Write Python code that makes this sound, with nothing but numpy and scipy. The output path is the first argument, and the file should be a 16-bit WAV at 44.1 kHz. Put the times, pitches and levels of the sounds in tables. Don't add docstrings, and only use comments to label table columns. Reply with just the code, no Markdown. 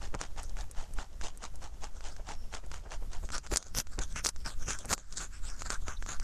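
import sys
import numpy as np
from scipy import signal
from scipy.fft import rfft, irfft, next_fast_len
from scipy.io import wavfile
from scipy.ndimage import uniform_filter1d, map_coordinates

SR = 44100
rng = np.random.default_rng(int(sys.argv[2]) if len(sys.argv) > 2 else 0)


def digitize_waveform(pressure):
    field = np.atleast_2d(pressure).T
    bounded = np.clip(field, -1, 1)
    quanta = np.round(bounded * 32767).astype(np.int16)
    wavfile.write(sys.argv[1], SR, quanta)


N = 274743

# peak time in seconds, length in seconds, relative level in dB, crispness in dB.
CHEW_STROKES = [(0.039, 0.067, -47.5, -4), (0.22, 0.071, -44.5, -3), (0.387, 0.049, -43, -6.5),
                (.595, .07, -49, -3.5), (0.798, 0.1, -50, -3.5), (0.999, 0.073, -46.5, -4.5),
                (1.251, .07, -44.5, -0.5), (1.44, 0.06, -47, -2), (1.641, 0.065, -48.5, -4),
                (1.839, 0.062, -47.5, -4), (2.062, .075, -49, -1), (2.3, .078, -45, -4),
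                (2.548, .062, -44, -4.5), (2.747, 0.081, -52.5, -2), (2.927, .058, -46, -3.5),
                (3.14, 0.07, -50, -3)]
BITE_STROKES = [(3.346, 0.061, -40, -2.5), (3.447, 0.039, -54, -7), (4.024, 0.04, -44.5, -0.5),
                (4.175, 0.048, -38.5, -5), (4.468, 0.045, -41.5, -2), (4.505, .055, -47, -4.5),
                (4.702, 0.08, -39, -1.5), (5.176, 0.033, -47.5, 7), (5.217, 0.067, -42.5, -2.5),
                (5.348, 0.085, -57, -2), (5.469, 0.099, -51.5, 0), (5.662, 0.032, -47.5, -0.5),
                (5.721, .062, -41, -1.5), (5.893, 0.084, -47, -6), (6.105, .085, -44, -4),
                (6.228, 0.044, -53, -8)]
CUT_STROKES = [(3.538, 0.043, -41, -2.5), (3.791, 0.057, -37, 2.5), (4.279, 0.055, -40.5, 3),
               (4.927, 0.056, -36, -2)]
# frequency in Hz, relative level in dB.
JAWBONE_PATH = [(70, -4.5), (160, -2.5), (310, -4.5), (580, -3), (780, -7.5), (1500, -36.5), (5000, -76)]
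SHUT_MOUTH_PATH = [(350, -45), (600, -2.5), (850, 5), (1200, -3), (1550, -4), (2100, -9.5), (2900, -13.5),
                   (4500, -52.5)]
OPEN_MOUTH_PATH = [(350, -58.5), (700, -11), (1000, -7), (1270, 0), (1530, 1.5), (1950, -9.5), (2700, -13),
                   (4500, -30.5)]
SHUT_CRISP_PATH = [(1500, -21.5), (3000, 0.5), (4400, -3.5), (5600, -1), (6900, 0), (8200, -7),
                   (10000, -16), (13000, -37.5)]
OPEN_CRISP_PATH = [(1800, -72), (3200, -3.5), (4000, -3), (5000, 1.5), (6400, 6), (7600, 4), (8800, -5),
                   (11000, -20.5), (13000, -65)]
TABLE_PATH = [(15, -12.5), (40, 4), (90, -10), (130, -13.5), (230, -17), (400, -37.5), (2000, -92)]
SPRAY_SPECTRUM = [(1800, -36), (3000, -15), (5000, -7), (9800, 0.5), (11300, -4.5), (12700, 3)]
RUMBLE_SPECTRUM = [(4, 3.5), (14, 2), (30, -5), (50, -12), (75, -19), (105, -27.5), (300, -43.5),
                   (700, -60.5)]
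HISS_SPECTRUM = [(100, -36), (250, 2), (500, -3), (800, -0.5), (1300, 3.5), (2200, -4.5), (4000, -8),
                 (5600, -3), (7500, -3.5), (10000, -17), (13000, -54)]
# start in seconds, knock level in dB, crack level in dB.
FIBRE_SNAPS = [(0.1426, -32.5, -52), (.149, -32.5, -38), (.2137, -29, -29.5), (.5693, -40.5, -49),
               (.6095, -66, -40), (.987, -34, -60), (1.213, -37.5, -41.5), (1.2373, -57, -42),
               (1.4398, -38.5, -37.5), (1.452, -42, -44), (1.842, -39, -37.5), (2.0076, -44.5, -48),
               (2.165, -47, -46.5), (2.2897, -36.5, -44), (2.5389, -34.5, -50), (2.5473, -51, -37.5),
               (2.716, -38.5, -42), (2.7421, -38.5, -41.5), (2.9188, -39.5, -42.5), (3.1329, -45.5, -42),
               (3.2901, -40, -47), (3.3036, -37.5, -43.5), (3.3193, -54, -39), (3.3521, -39, -34),
               (3.381, -38, -30), (3.4651, -41.5, -43), (3.4713, -43.5, -44), (3.5157, -34, -40),
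               (3.5258, -40, -41), (3.538, -28.5, -28.5), (3.5601, -25.5, -18), (3.5718, -25, -10),
               (3.6267, -40.5, -34.5), (3.749, -35.5, -34), (3.7862, -46, -19.5), (3.8009, -27.5, -19.5),
               (3.8705, -43.5, -44.5), (3.9901, -32.5, -30.5), (4.2444, -50, -32), (4.2487, -30.5, -21),
               (4.261, -22.5, -20.5), (4.2673, -50, -13.5), (4.2896, -26.5, -17), (4.362, -42, -40),
               (4.692, -44, -37), (4.706, -28, -27), (4.8498, -41.5, -47), (4.916, -28, -28),
               (4.9293, -18.5, -18), (4.9335, -21.5, -16), (4.9372, -20, -16), (4.9795, -35, -37.5),
               (5.6205, -32.5, -36), (5.7035, -26.5, -25.5), (5.7305, -37, -45), (5.8823, -32, -35),
               (6.0252, -35.5, -44.5), (6.063, -38.5, -42), (6.0897, -37, -38.5), (6.199, -40, -37)]
# frequency in Hz, time to decay 60 dB in seconds, relative level in dB.
HEAD_MODES = [(300, 0.026, -60.5), (800, 0.0078, -8), (1352, 0.011, 8), (1950, 0.0014, 20.5)]
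# peak time in seconds, relative level in dB.
JAW_BUMPS = [(0.146, -37.5), (2.198, -50), (2.64, -51), (2.86, -46.5), (3.023, -50.5), (3.236, -45),
             (3.524, -36), (3.779, -34), (3.99, -37), (4.466, -42), (4.683, -42), (4.851, -44.5),
             (4.915, -35.5), (5.658, -51), (5.882, -44.5)]
# start in seconds, level in dB, pitch in Hz.
LIP_TICKS = [(0.432, -40, 9200), (0.4955, -45.5, 6500), (0.7127, -40.5, 9100), (.9373, -45, 8700),
             (1.3745, -43.5, 8700), (1.557, -46.5, 8100), (2.663, -52, 8100), (4.7885, -34.5, 7350),
             (4.856, -37.5, 8150), (5.1253, -37, 6400)]
# peak time in seconds, relative level in dB.
LIP_SMACKS = [(.44, -55), (1.969, -60), (2.12, -56), (3.253, -56), (3.574, -40.5), (3.669, -52.5),
              (3.932, -53.5), (4.118, -52.5), (4.41, -55.5), (4.627, -50.5), (4.807, -48.5), (4.99, -50),
              (5.135, -53.5), (5.545, -61), (5.608, -48.5), (5.822, -58.5), (6.03, -57)]
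# peak time in seconds, half length in seconds, frequency in Hz, bandwidth in Hz, level in dB.
SQUEAK_BANDS = [(2.41, 0.12, 5450, 300, -66), (5.974, 0.0064, 3820, 400, -51)]


def amp(db):
    return 10 ** (np.asarray(db) / 20)


def unit(x):
    return x / np.sqrt(np.mean(x ** 2) + 1e-20)


def add(track, s, sound):
    start = int(np.clip(round(s * SR), 0, N - 1))
    track[start:start + len(sound)] += sound[:N - start]


def coloured(x, points):
    m = 2 * next_fast_len(N // 2 + SR // 4)
    hz, db = np.transpose(points)
    gain = unit(amp(np.interp(np.log(np.fft.rfftfreq(m, 1 / SR) + 1), np.log(hz), db)))
    cepstrum = irfft(np.log(gain), m)
    cepstrum[1:m // 2] *= 2
    cepstrum[m // 2 + 1:] = 0
    return irfft(rfft(x, m) * np.exp(rfft(cepstrum)), m)[:N]


def together(*amplitudes):
    return np.sqrt(sum(a ** 2 for a in amplitudes))


def effort(strokes, rise, shape):
    t = np.arange(0, N, 32) / SR
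    power = 0
    for s, length, db in strokes:
        flank = np.where(t < s, rise, 1 - rise) * length
        power += amp(db) ** 2 * 10 ** -(np.abs((t - s) / flank) ** shape)
    return np.interp(np.arange(N), np.linspace(0, N, len(power)), np.sqrt(power))


def crushing(strokes, rise, shape):
    hollow = [(s, length, db) for s, length, db, _ in strokes]
    crisp = [(s, length, db + crisp_db) for s, length, db, crisp_db in strokes]
    return effort(hollow, rise, shape), effort(crisp, rise, shape)


def cells(per_second, spread_db):
    bursting = rng.random(N) < per_second / SR
    return bursting * amp(spread_db * np.clip(rng.standard_normal(N), -2.5, 2.5))


def crackle(bursts, rub_db, tear_s=0.00012):
    impulses = bursts * rng.standard_normal(N)
    tails = signal.lfilter([1], [1, -np.exp(-1 / (tear_s * SR))], bursts)
    tearing = tails * rng.standard_normal(N)
    x = unit(impulses) + unit(tearing) + amp(rub_db) * rng.standard_normal(N)
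    return x / np.sqrt(np.abs(uniform_filter1d(x ** 2, size=900)) + 1e-9)


def cavity(x, depth_db, width_hz, glide_s):
    hz, t, spectra = signal.stft(x, SR, nperseg=256)
    field = rng.standard_normal(spectra.shape)
    for axis, span in enumerate([width_hz / hz[1], glide_s / t[1]]):
        hill = np.exp(-(np.arange(-40, 41) / span * 2) ** 2)
        field = signal.fftconvolve(field, np.expand_dims(hill, 1 - axis), "same")
    gain = amp(depth_db * np.clip(unit(field), -2, 2))
    gain /= np.sqrt(uniform_filter1d(gain ** 2, size=21, axis=0))
    return signal.istft(spectra * gain, SR, nperseg=256)[1][:N]


def grinding(return_phase=0.51, return_s=0.098, return_db=-56):
    chew, chew_crisp = crushing(CHEW_STROKES, rise=0.41, shape=1.85)
    peaks = np.array(CHEW_STROKES)[:, 0]
    returns = peaks[:-1] + return_phase * np.diff(peaks)
    swing = effort([(s, return_s, return_db) for s in returns], rise=0.21, shape=0.6)
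    bump = bumping()
    jaw = together(amp(-4.5) * chew, swing, bump)
    mouth = together(chew, amp(-10) * swing, amp(-5) * bump)
    crisp = together(chew_crisp, amp(-10) * swing)
    bursts = cells(per_second=650, spread_db=6.5)
    body = amp(-2.0) * coloured(jaw * crackle(bursts, rub_db=3.5), JAWBONE_PATH)
    hollow = amp(-0.44) * coloured(mouth * crackle(bursts, rub_db=2.5), SHUT_MOUTH_PATH)
    crunch = amp(0.38) * coloured(crisp * crackle(bursts, rub_db=3), SHUT_CRISP_PATH)
    return cavity(body + hollow + crunch, depth_db=3.5, width_hz=270, glide_s=0.009)


def background(flutter_db=3.0, lumps_per_second=14):
    knots = rng.standard_normal(int(N * lumps_per_second / SR) + 4)
    wander = map_coordinates(knots, [np.arange(N) * lumps_per_second / SR])
    lumps = amp(flutter_db * np.clip(wander, -2, 2))
    rumble = unit(lumps * coloured(rng.standard_normal(N), RUMBLE_SPECTRUM))
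    hiss = unit(coloured(rng.standard_normal(N), HISS_SPECTRUM))
    return amp(-34.5) * rumble + amp(-67.5) * hiss


def table_tugs(lead_s=0.019, stretch=1.33):
    pulls = []
    for strokes, gain_db in [(CHEW_STROKES, -8.5), (BITE_STROKES, 0.5), (CUT_STROKES, 1)]:
        tugs = [(s - lead_s, stretch * length, db + gain_db) for s, length, db, _ in strokes]
        pulls.append(effort(tugs, rise=0.56, shape=0.83))
    shake = together(*pulls, amp(5.5) * bumping())
    return coloured(shake * rng.standard_normal(N), TABLE_PATH)


def fractures(faint_per_stroke=3, soft_hz=6090, soft_db=-40, hz_per_db=27):
    faint = []
    for s, length, db, crisp_db in CHEW_STROKES + BITE_STROKES:
        offsets = 0.35 * length * rng.uniform(-1, 1, faint_per_stroke)
        knocks_db = db - 1 - 1.5 * rng.uniform(-0.7, 1, faint_per_stroke)
        faint += zip(s + offsets, knocks_db, knocks_db + crisp_db)
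    return [(s, knock_db, crack_db, soft_hz + hz_per_db * max(crack_db - soft_db, 0))
            for s, knock_db, crack_db in FIBRE_SNAPS + faint]


def ring(t, hz, t60):
    return np.sin(2 * np.pi * hz * t) * 1000 ** (-t / t60)


def snaps(events, splinter_t60=0.027, pitch_scatter=0.017, span_s=0.0015):
    t = np.arange(SR // 30) / SR
    crack_t60, fibre_t60 = 0.0024 / 4, 0.0024 / 6
    sized = lambda x: x * np.sqrt(span_s * SR / np.sum(x ** 2))
    out = np.zeros(N)
    for s, knock_db, crack_db, pitch_hz in events:
        hz = pitch_hz * (1 + pitch_scatter * np.clip(rng.standard_normal(), -2, 2))
        knock = sum(amp(db + rng.normal(0, 3)) * ring(t, mode_hz * np.exp(rng.normal(0, .1)), t60)
                    for mode_hz, t60, db in HEAD_MODES)
        tearing = rng.standard_normal(len(t)) * amp(-60 * t / splinter_t60)
        splinters = np.convolve(tearing, ring(t, hz, fibre_t60))[:len(t)]
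        crack = sized(ring(t, hz, crack_t60)) + amp(-1) * sized(splinters)
        band = signal.butter(2, [0.62 * hz, min(1.306 * hz, SR / 3)], "bandpass", fs=SR)
        crack = signal.lfilter(*band, crack)
        add(out, s, amp(knock_db) * sized(knock) + amp(crack_db) * sized(crack))
    return out


def bumping(length_s=0.026):
    return effort([(s, length_s, db) for s, db in JAW_BUMPS], rise=0.39, shape=1.42)


def lip_ticks(knock_db=-13):
    return [(s, db + knock_db, db, hz) for s, db, hz in LIP_TICKS]


def gnawing(smack_s=0.041):
    bite, bite_crisp = crushing(BITE_STROKES, rise=0.38, shape=2.16)
    cut, cut_crisp = crushing(CUT_STROKES, rise=0.6, shape=2.43)
    lips = effort([(s, smack_s, db) for s, db in LIP_SMACKS], rise=0.49, shape=0.67)
    jaw = together(amp(-14.5) * bite, amp(-7) * cut, amp(-5.5) * lips)
    mouth = together(bite, cut, amp(-3.5) * lips)
    crisp = together(bite_crisp, cut_crisp, lips)
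    bursts = cells(per_second=1300, spread_db=6.5)
    body = amp(2.0) * coloured(jaw * crackle(bursts, rub_db=-5.5), JAWBONE_PATH)
    hollow = amp(-0.3) * coloured(mouth * crackle(bursts, rub_db=8), OPEN_MOUTH_PATH)
    crunch = amp(2.13) * coloured(crisp * crackle(bursts, rub_db=2), OPEN_CRISP_PATH)
    spray = amp(1.5) * coloured(cut_crisp * crackle(bursts, rub_db=9), SPRAY_SPECTRUM)
    return cavity(body + hollow + crunch + spray, depth_db=7.0, width_hz=1800, glide_s=0.056)


def squeaks():
    out = np.zeros(N)
    for s, half_s, hz, width_hz, db in SQUEAK_BANDS:
        t = np.arange(-3 * half_s, 3 * half_s, 1 / SR)
        band = signal.butter(2, [hz - width_hz / 2, hz + width_hz / 2], "bandpass", fs=SR)
        whistle = unit(signal.lfilter(*band, rng.standard_normal(len(t))))
        add(out, s + t[0], amp(db) * whistle * np.exp(-(t / half_s) ** 2))
    return out


def gain_control(x, threshold_db=-34, memory_s=0.051):
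    above_bass = signal.lfilter(*signal.butter(2, 200, "highpass", fs=SR), x)
    keep = np.exp(-1 / (memory_s * SR))
    power = signal.lfilter([1 - keep], [1, -keep], above_bass ** 2)
    return x / np.sqrt(1 + power / amp(threshold_db) ** 2)


def scene():
    eating = grinding() + amp(2.0) * gnawing() + snaps(fractures() + lip_ticks()) + squeaks()
    return (eating + table_tugs() + background())[None]


def record(dry):
    top_hz = 13100
    m = next_fast_len(N + SR // 4)
    hz = np.fft.rfftfreq(m, 1 / SR)
    spectrum = rfft(gain_control(dry), m)
    return irfft(spectrum / np.sqrt(1 + (hz / top_hz) ** 90), m)[:, :N]


dry = scene()
out = record(dry)
digitize_waveform(out)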